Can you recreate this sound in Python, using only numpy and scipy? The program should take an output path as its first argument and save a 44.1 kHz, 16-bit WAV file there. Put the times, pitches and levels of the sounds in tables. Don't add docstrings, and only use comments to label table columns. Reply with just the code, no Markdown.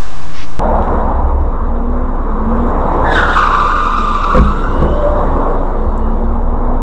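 import sys
import numpy as np
from scipy import signal
from scipy.fft import rfft, irfft, next_fast_len
from scipy.io import wavfile
from scipy.ndimage import uniform_filter1d

SR = 44100
rng = np.random.default_rng(int(sys.argv[2]) if len(sys.argv) > 2 else 0)


def unload_wav(signal):
    wavfile.write(
        sys.argv[1],
        SR,
        np.round(np.clip(np.atleast_2d(signal).T, -1, 1) * 32767).astype(np.int16),
    )


N = 300757
TIME = np.arange(N) / SR
CLICK_S = .59372

# start_s, level_db, brightness_db, rise_s
BLOWS = [(4.347, -1, -19, .005), (4.363, 2.5, -13, 0.0029), (4.376, 1.5, -15, 0.0058),
         (4.801, -8, -23, 0.0091), (4.822, -3, -19, 0.0031)]
# frequency_hz, density_db
TYRE_HISS = [(1180, -26), (2000, -3.5), (2450, -13), (2690, -8.5), (2900, -9), (3280, -8), (3770, -3),
             (4140, -14.5), (5080, -19.5), (5570, -15), (5830, -20.5), (6610, -20.5), (7400, -16),
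             (8900, -26.5), (9700, -33), (12600, -66.5), (21300, -120)]


def idle_throb(firing_hz=27.27):
    # time_s, level_db
    swell = [(.62, -14), (2.4, -14), (3.7, -16.5), (4.4, -15.5), (4.6, -14), (6.8, -12.5)]
    _, level_db = curves(swell)
    turn = phase(firing_hz + 1.65 * wander(19))
    shake = np.sin(turn) + amp(-20.5) * np.sin(2 * turn + 0.44)
    return amp(level_db + 1.4 * wander(39)) * np.sqrt(2) * shake


def cabin_boom(pitch_hz=65.34, blow_send_db=-15.5, t60_s=0.99):
    # time_s, level_db
    swell = [(.62, -22.5), (1.13, -14.5), (2.31, -24.5), (2.6, -16.5), (2.89, -26), (2.96, -19.5),
             (4.23, -31.5), (5.16, -19), (5.7, -33), (5.89, -19), (6.8, -21.5)]
    _, level_db = curves(swell)
    struck_power = sum(
        np.clip((TIME - s) / .015, 0, 1) * amp(db + blow_send_db - 60 * abs(TIME - s) / t60_s) ** 2
        for s, db, *_ in BLOWS)
    boom = np.cos(phase(pitch_hz + 3.0 * wander(7.8))) * (1.77 + wander(16.6))
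    return np.sqrt(amp(level_db) ** 2 + struck_power) * unit_rms(boom)


def skid(linger_s=0.33, street_t60_s=1.3):
    # time_s, slip_hz, squeal_db, scrub_db, roughness_factor
    slide = [(3.05, 1743, -23.5, -46.5, .8), (3.12, 1682, -19, -31.5, 0.64),
             (3.145, 1675, -28, -28.5, 1.42), (3.16, 1473, -13, -26.5, 1.58), (3.25, 1396, -17, -36, 1.7),
             (3.345, 1414, -22.5, -34.5, 1.7), (3.365, 1259, -10, -28, 1.28), (3.48, 1141, -13, -34, 1.52),
             (3.76, 1204, -13, -34.5, 0.88), (3.98, 1209, -16, -35, 0.71), (4.2, 1169, -17, -35.5, 0.98),
             (4.36, 1148, -11.5, -36, 1.05), (4.42, 1225, -22, -38.5, .9), (4.56, 1338, -24.5, -44.5, 0.27),
             (4.66, 1353, -21.5, -51.5, 0.38), (4.71, 1410, -36, -53, .25), (5.02, 1565, -42, -52.5, 0.37)]
    # slip_ratio, relative_db, jitter_hz, extra_rasp_db
    tyres = [(1.0, 0.65, 25.7, 0), (.89, -3.5, 70, -9), (1.07, -3.5, 100, 8.5), (1.19, -12, 59.5, 11.5)]
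    # multiple, relative_db
    overtones = [(2, -1.5), (3, -8), (4, -6.5), (5, -5.5), (6, -17)]
    # frequency_hz, gain_db
    glass = [(2000, -7), (2500, 5.5), (2900, 2.5), (3300, -0.5), (3800, 12), (4200, -1), (7400, -12.5),
             (9000, -18)]
    gate, slip_hz, squeal_db, scrub_db, roughness = curves(slide, fade_s=0.0074)
    squeal, rasp = 0, 0
    for ratio, tyre_db, jitter_hz, extra_db in tyres:
        turn = phase(ratio * slip_hz + roughness * jitter_hz * wander(121))
        grip = amp(tyre_db * (2 - np.minimum(roughness, 1.6)) + 3.2 * wander(45))
        squeal += grip * np.cos(turn)
        rasp += grip * amp(extra_db) * sum(amp(db) * np.cos(k * turn) for k, db in overtones)
    size = next_fast_len(N)
    glass_gain = amp(colour_at(glass, np.fft.rfftfreq(size, 1 / SR)))
    rasp = irfft(rfft(rasp, size) * glass_gain, size)[:N]
    scrub = gate * amp(scrub_db)
    screech = gate * amp(squeal_db) * unit_rms(squeal) + scrub * unit_rms(rasp)
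    pole = np.exp(-1 / (linger_s * SR))
    held_power = signal.lfilter([1 - pole], [1, -pole], scrub ** 2)
    hiss = amp(-6.5) * np.sqrt(held_power + scrub ** 2) * noise(TYRE_HISS, 2.75, size=512)
    t = np.arange(SR // 4) / SR
    street = rng.standard_normal(len(t)) * amp(-60 * t / street_t60_s)
    screech += note(4.62, 4.88, 5.02, pitch_hz=2970, glide_hz_per_s=900, peak_db=-48,
                    ends_db=-52, waver_hz=38, flutter_db=4.2, rate_hz=45)
    echo = signal.fftconvolve(screech, street / np.linalg.norm(street))[:N]
    return screech + hiss + amp(-7) * echo


def body_blows():
    # pitch_hz, relative_db, t60_s
    body_modes = [(57, -2.5, .35), (150.3, -3, 0.43), (204, -5.5, 0.58), (239, -10, 0.23),
                  (337.5, -6.5, 0.25), (418, -8.5, 0.33), (508, -1.5, 0.17), (1105, -3.5, 0.091)]
    t, track = np.arange(SR // 2) / SR, np.zeros(N + SR)
    ring = sum(amp(db - 60 * t / t60) * np.sin(2 * np.pi * hz * t) for hz, db, t60 in body_modes)
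    for start_s, level_db, bright_db, rise_s in BLOWS:
        contact = rng.standard_normal(len(t)) * t / rise_s * np.exp(-t / rise_s)
        thud = signal.fftconvolve(np.exp(-t / 0.00013) + 0.72 * contact, ring)[:len(t)]
        crack = signal.lfilter(*signal.butter(2, [500, 3300], "band", fs=SR), contact)
        blow = thud / abs(thud).max() + amp(bright_db) * crack
        track[round(start_s * SR):][:len(t)] += amp(level_db) * blow
    return track[:N]


def traffic(falloff=1.51):
    # closest_s, approach_s, roar_db, rush_db, rumble_db
    passes = [(.64, 0.055, -28.5, -21.5, -23), (0.831, 0.27, -18.5, -17, -23),
              (2.65, 0.23, -21, -28.5, -23.5), (3.05, .2, -15, -17.5, -19.5), (4.8, .12, -23.5, -34.5, -21),
              (5.3, 0.31, -19, -22, -22.5), (6.099, 0.16, -36, -36, -31), (6.75, 0.34, -34.5, -24, -27.5)]
    # frequency_hz, density_db
    roar_colour = [(180, -37.5), (300, -9.5), (350, -2.5), (397, -12), (476, -0.5), (583, -3), (779, -11),
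                   (1020, -1.5), (1200, -5.5), (1590, -20), (1890, -27), (3000, -46.5), (3900, -79),
                   (6600, -120)]
    rush_colour = [(500, -9.5), (680, -4), (800, -2.5), (960, -2.5), (1100, -28), (1700, -30.5),
                   (2000, -51.5)]
    rumble_colour = [(21, -30.5), (38, -22), (52, -9.5), (80, -9.5), (100, -9.5), (123, -14), (194, -9),
                     (250, -9), (350, -16.5), (500, -11.5), (650, -48.5)]
    floors_db = (-27, -44, -26.5)
    closest_s, approach_s, *layers_db = np.transpose(passes)[:, :, None]
    nearness = (1 + ((TIME - closest_s) / approach_s) ** 2) ** -falloff
    roar, rush, rumble = (np.sqrt(amp(floor_db) ** 2 + (amp(db) ** 2 * nearness).sum(axis=0))
                          for db, floor_db in zip(layers_db, floors_db))
    wash = roar * noise(roar_colour, 1.93) + rumble * noise(rumble_colour, 1.0, size=4096)
    wash += rush * noise(rush_colour, 2.1)
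    return wash + roar * amp(-32.5) * noise(TYRE_HISS, 2.2, size=512)


def exhausts():
    # start_s, peak_s, end_s, pitch_hz, glide_hz_per_s, peak_db
    pulls = [(0.51, 0.704, 1.193, 225.2, -19, -23.5), (0.698, 0.957, 0.96, 197, -9, -31),
             (1.601, 1.851, 2.25, 238.8, 59.5, -22), (2.25, 2.5, 2.92, 226.7, 75.5, -13),
             (3.879, 3.999, 4.18, 228.4, -94.5, -25), (4.653, 4.795, 6.35, 358.4, -2.5, -34),
             (5.2, 5.35, 5.75, 269.2, 27.5, -24.5), (5.45, 6.2, 7.06, 227.8, 32, -25)]
    return sum(note(*pull, ends_db=-34, waver_hz=1.22, flutter_db=2.2, rate_hz=8.2) for pull in pulls)


def groan():
    return note(4.93, 5.11, 5.25, pitch_hz=587, glide_hz_per_s=0, peak_db=-16.5,
                ends_db=-24, waver_hz=11.2, flutter_db=4.0, rate_hz=60)


def far_brakes():
    voice = dict(glide_hz_per_s=0, ends_db=-73, waver_hz=5.6, flutter_db=2.7, rate_hz=12)
    return (note(5.66, 5.8, 6.3, pitch_hz=4290, peak_db=-68, **voice)
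            + note(5.98, 6.05, 6.17, pitch_hz=2880, peak_db=-59, **voice))


def trim_ticks(t60_s=0.0024):
    # start_s, level_db, pitch_hz
    pings = [(0.825, -24, 3000), (.844, -29, 3000), (0.881, -23, 2500), (0.93, -32, 2610),
             (5.979, -30, 7460)]
    t, track = np.arange(SR // 2) / SR, np.zeros(N + SR)
    for start_s, db, hz in pings:
        track[round(start_s * SR):][:len(t)] += amp(db - 60 * t / t60_s) * np.sin(2 * np.pi * hz * t)
    return track[:N]


def whine():
    # pitch_hz, relative_db
    tones = [(7122, -77.5), (7181, -78)]
    return sum(amp(db + 5.5) * np.sin(phase(np.full(N, hz))) for hz, db in tones)


def quiet_street(swish_s=0.343, swish_length_s=.11, hiss_fade_db_per_s=7.5):
    # frequency_hz, density_db
    murmur_colour = [(8.8, -28.5), (15, -8), (25, -32), (32, -25.5), (123, -42), (154, -41), (184, -44.5),
                     (297, -46), (389, -48.5), (1500, -54), (1950, -82), (3300, -120)]
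    hiss_colour = [(350, -19), (600, -1), (1180, 6), (1400, -8), (1580, -0.5), (1880, -6.5), (2690, -7),
                   (2860, -9), (6920, -14.5), (9700, -26), (12600, -64), (21300, -120)]
    swish_colour = [(1200, -5), (1600, -5), (2700, -4), (4000, -10), (5400, -9.5), (6500, -15)]
    # pitch_hz, relative_db
    tones = [(156.1, -38.5), (296.1, -43.5)]
    hum = sum(amp(db + 3 + 2.5 * wander(15)) * np.sin(2 * np.pi * hz * TIME) for hz, db in tones)
    gate = np.clip(np.minimum(TIME - swish_s, swish_s + swish_length_s - TIME) / 0.036 + .4, 0, 1)
    swish = gate * amp(-33.5) * noise(swish_colour, 1.6)
    hiss = amp(-33 - hiss_fade_db_per_s * TIME) * noise(hiss_colour, 0.74)
    murmur = amp(-26) * noise(murmur_colour, 0.75, size=4096)
    return murmur + hiss + hum + swish


def note(start_s, peak_s, end_s, pitch_hz, glide_hz_per_s, peak_db,
         ends_db, waver_hz, flutter_db, rate_hz):
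    away = np.interp(TIME, [start_s, peak_s, end_s], [1, 0, 1]) ** 1.2
    gate = np.clip(np.minimum(TIME - start_s, end_s - TIME) / 0.024 + 1, 0, 1)
    level = gate * amp(peak_db + (ends_db - peak_db) * away + flutter_db * wander(rate_hz))
    hz = pitch_hz + glide_hz_per_s * (np.clip(TIME, start_s, end_s) - peak_s)
    return level * np.sqrt(2) * np.sin(phase(hz + waver_hz * wander(rate_hz)))


def noise(colour, patchy_db, size=1024):
    hz = np.fft.rfftfreq(size, 1 / SR)
    real, imag, patches = rng.standard_normal((N * 4 // size + 5, len(hz), 3)).T
    patches = unit_rms(uniform_filter1d(uniform_filter1d(patches, size=10, axis=0), size=12, axis=1))
    outside = (hz < colour[0][0]) | (hz > colour[-1][0])
    colour_db = colour_at(colour, hz) - 90 * outside
    spectra = (real + 1j * imag) * amp(colour_db[:, None] + patchy_db * patches)
    return unit_rms(signal.istft(spectra, nperseg=size, noverlap=size * 3 // 4)[1][:N])


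def colour_at(colour, hz):
    points_hz, db = np.transpose(colour)
    return np.interp(np.log(hz + 1), np.log(points_hz + 1), db)


def curves(rows, fade_s=0.026):
    times, *values = np.transpose(rows)
    gate = np.clip(np.minimum(TIME - times[0], times[-1] - TIME) / fade_s + 1, 0, 1)
    return (gate, *(np.interp(TIME, times, column) for column in values))


def wander(hz):
    return unit_rms(signal.lfilter(*signal.butter(2, hz / SR * 2), rng.standard_normal(N)))


def phase(hz):
    return 2 * np.pi * (np.cumsum(hz) / SR + rng.random())


def amp(db):
    return 10 ** (np.asarray(db) / 20)


def unit_rms(x):
    return x / np.sqrt(np.mean(x ** 2) + 1e-20)


def scene():
    mix = idle_throb() + cabin_boom() + whine()
    mix += traffic() + exhausts() + far_brakes()
    mix += groan() + skid() + body_blows() + trim_ticks()
    mix *= np.clip((TIME - CLICK_S) / 0.0044, 0, 1)
    return np.tile(np.where(TIME < CLICK_S, quiet_street(), mix), (2, 1))


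def record(dry, ceiling=.95, dc_offset=-.58, cutoff_hz=9750):
    squeezed = dry / (1 + abs(dry / ceiling) ** 6) ** (1 / 6)
    shifted = squeezed + dc_offset * (TIME < CLICK_S)
    padded = np.pad(shifted, ((0, 0), (255, 255)), "edge")
    lowpass = signal.firwin(511, cutoff_hz, window=("kaiser", 9), fs=SR)
    return signal.oaconvolve(padded, lowpass[None], "valid")


dry = scene()
out = record(dry)
unload_wav(out)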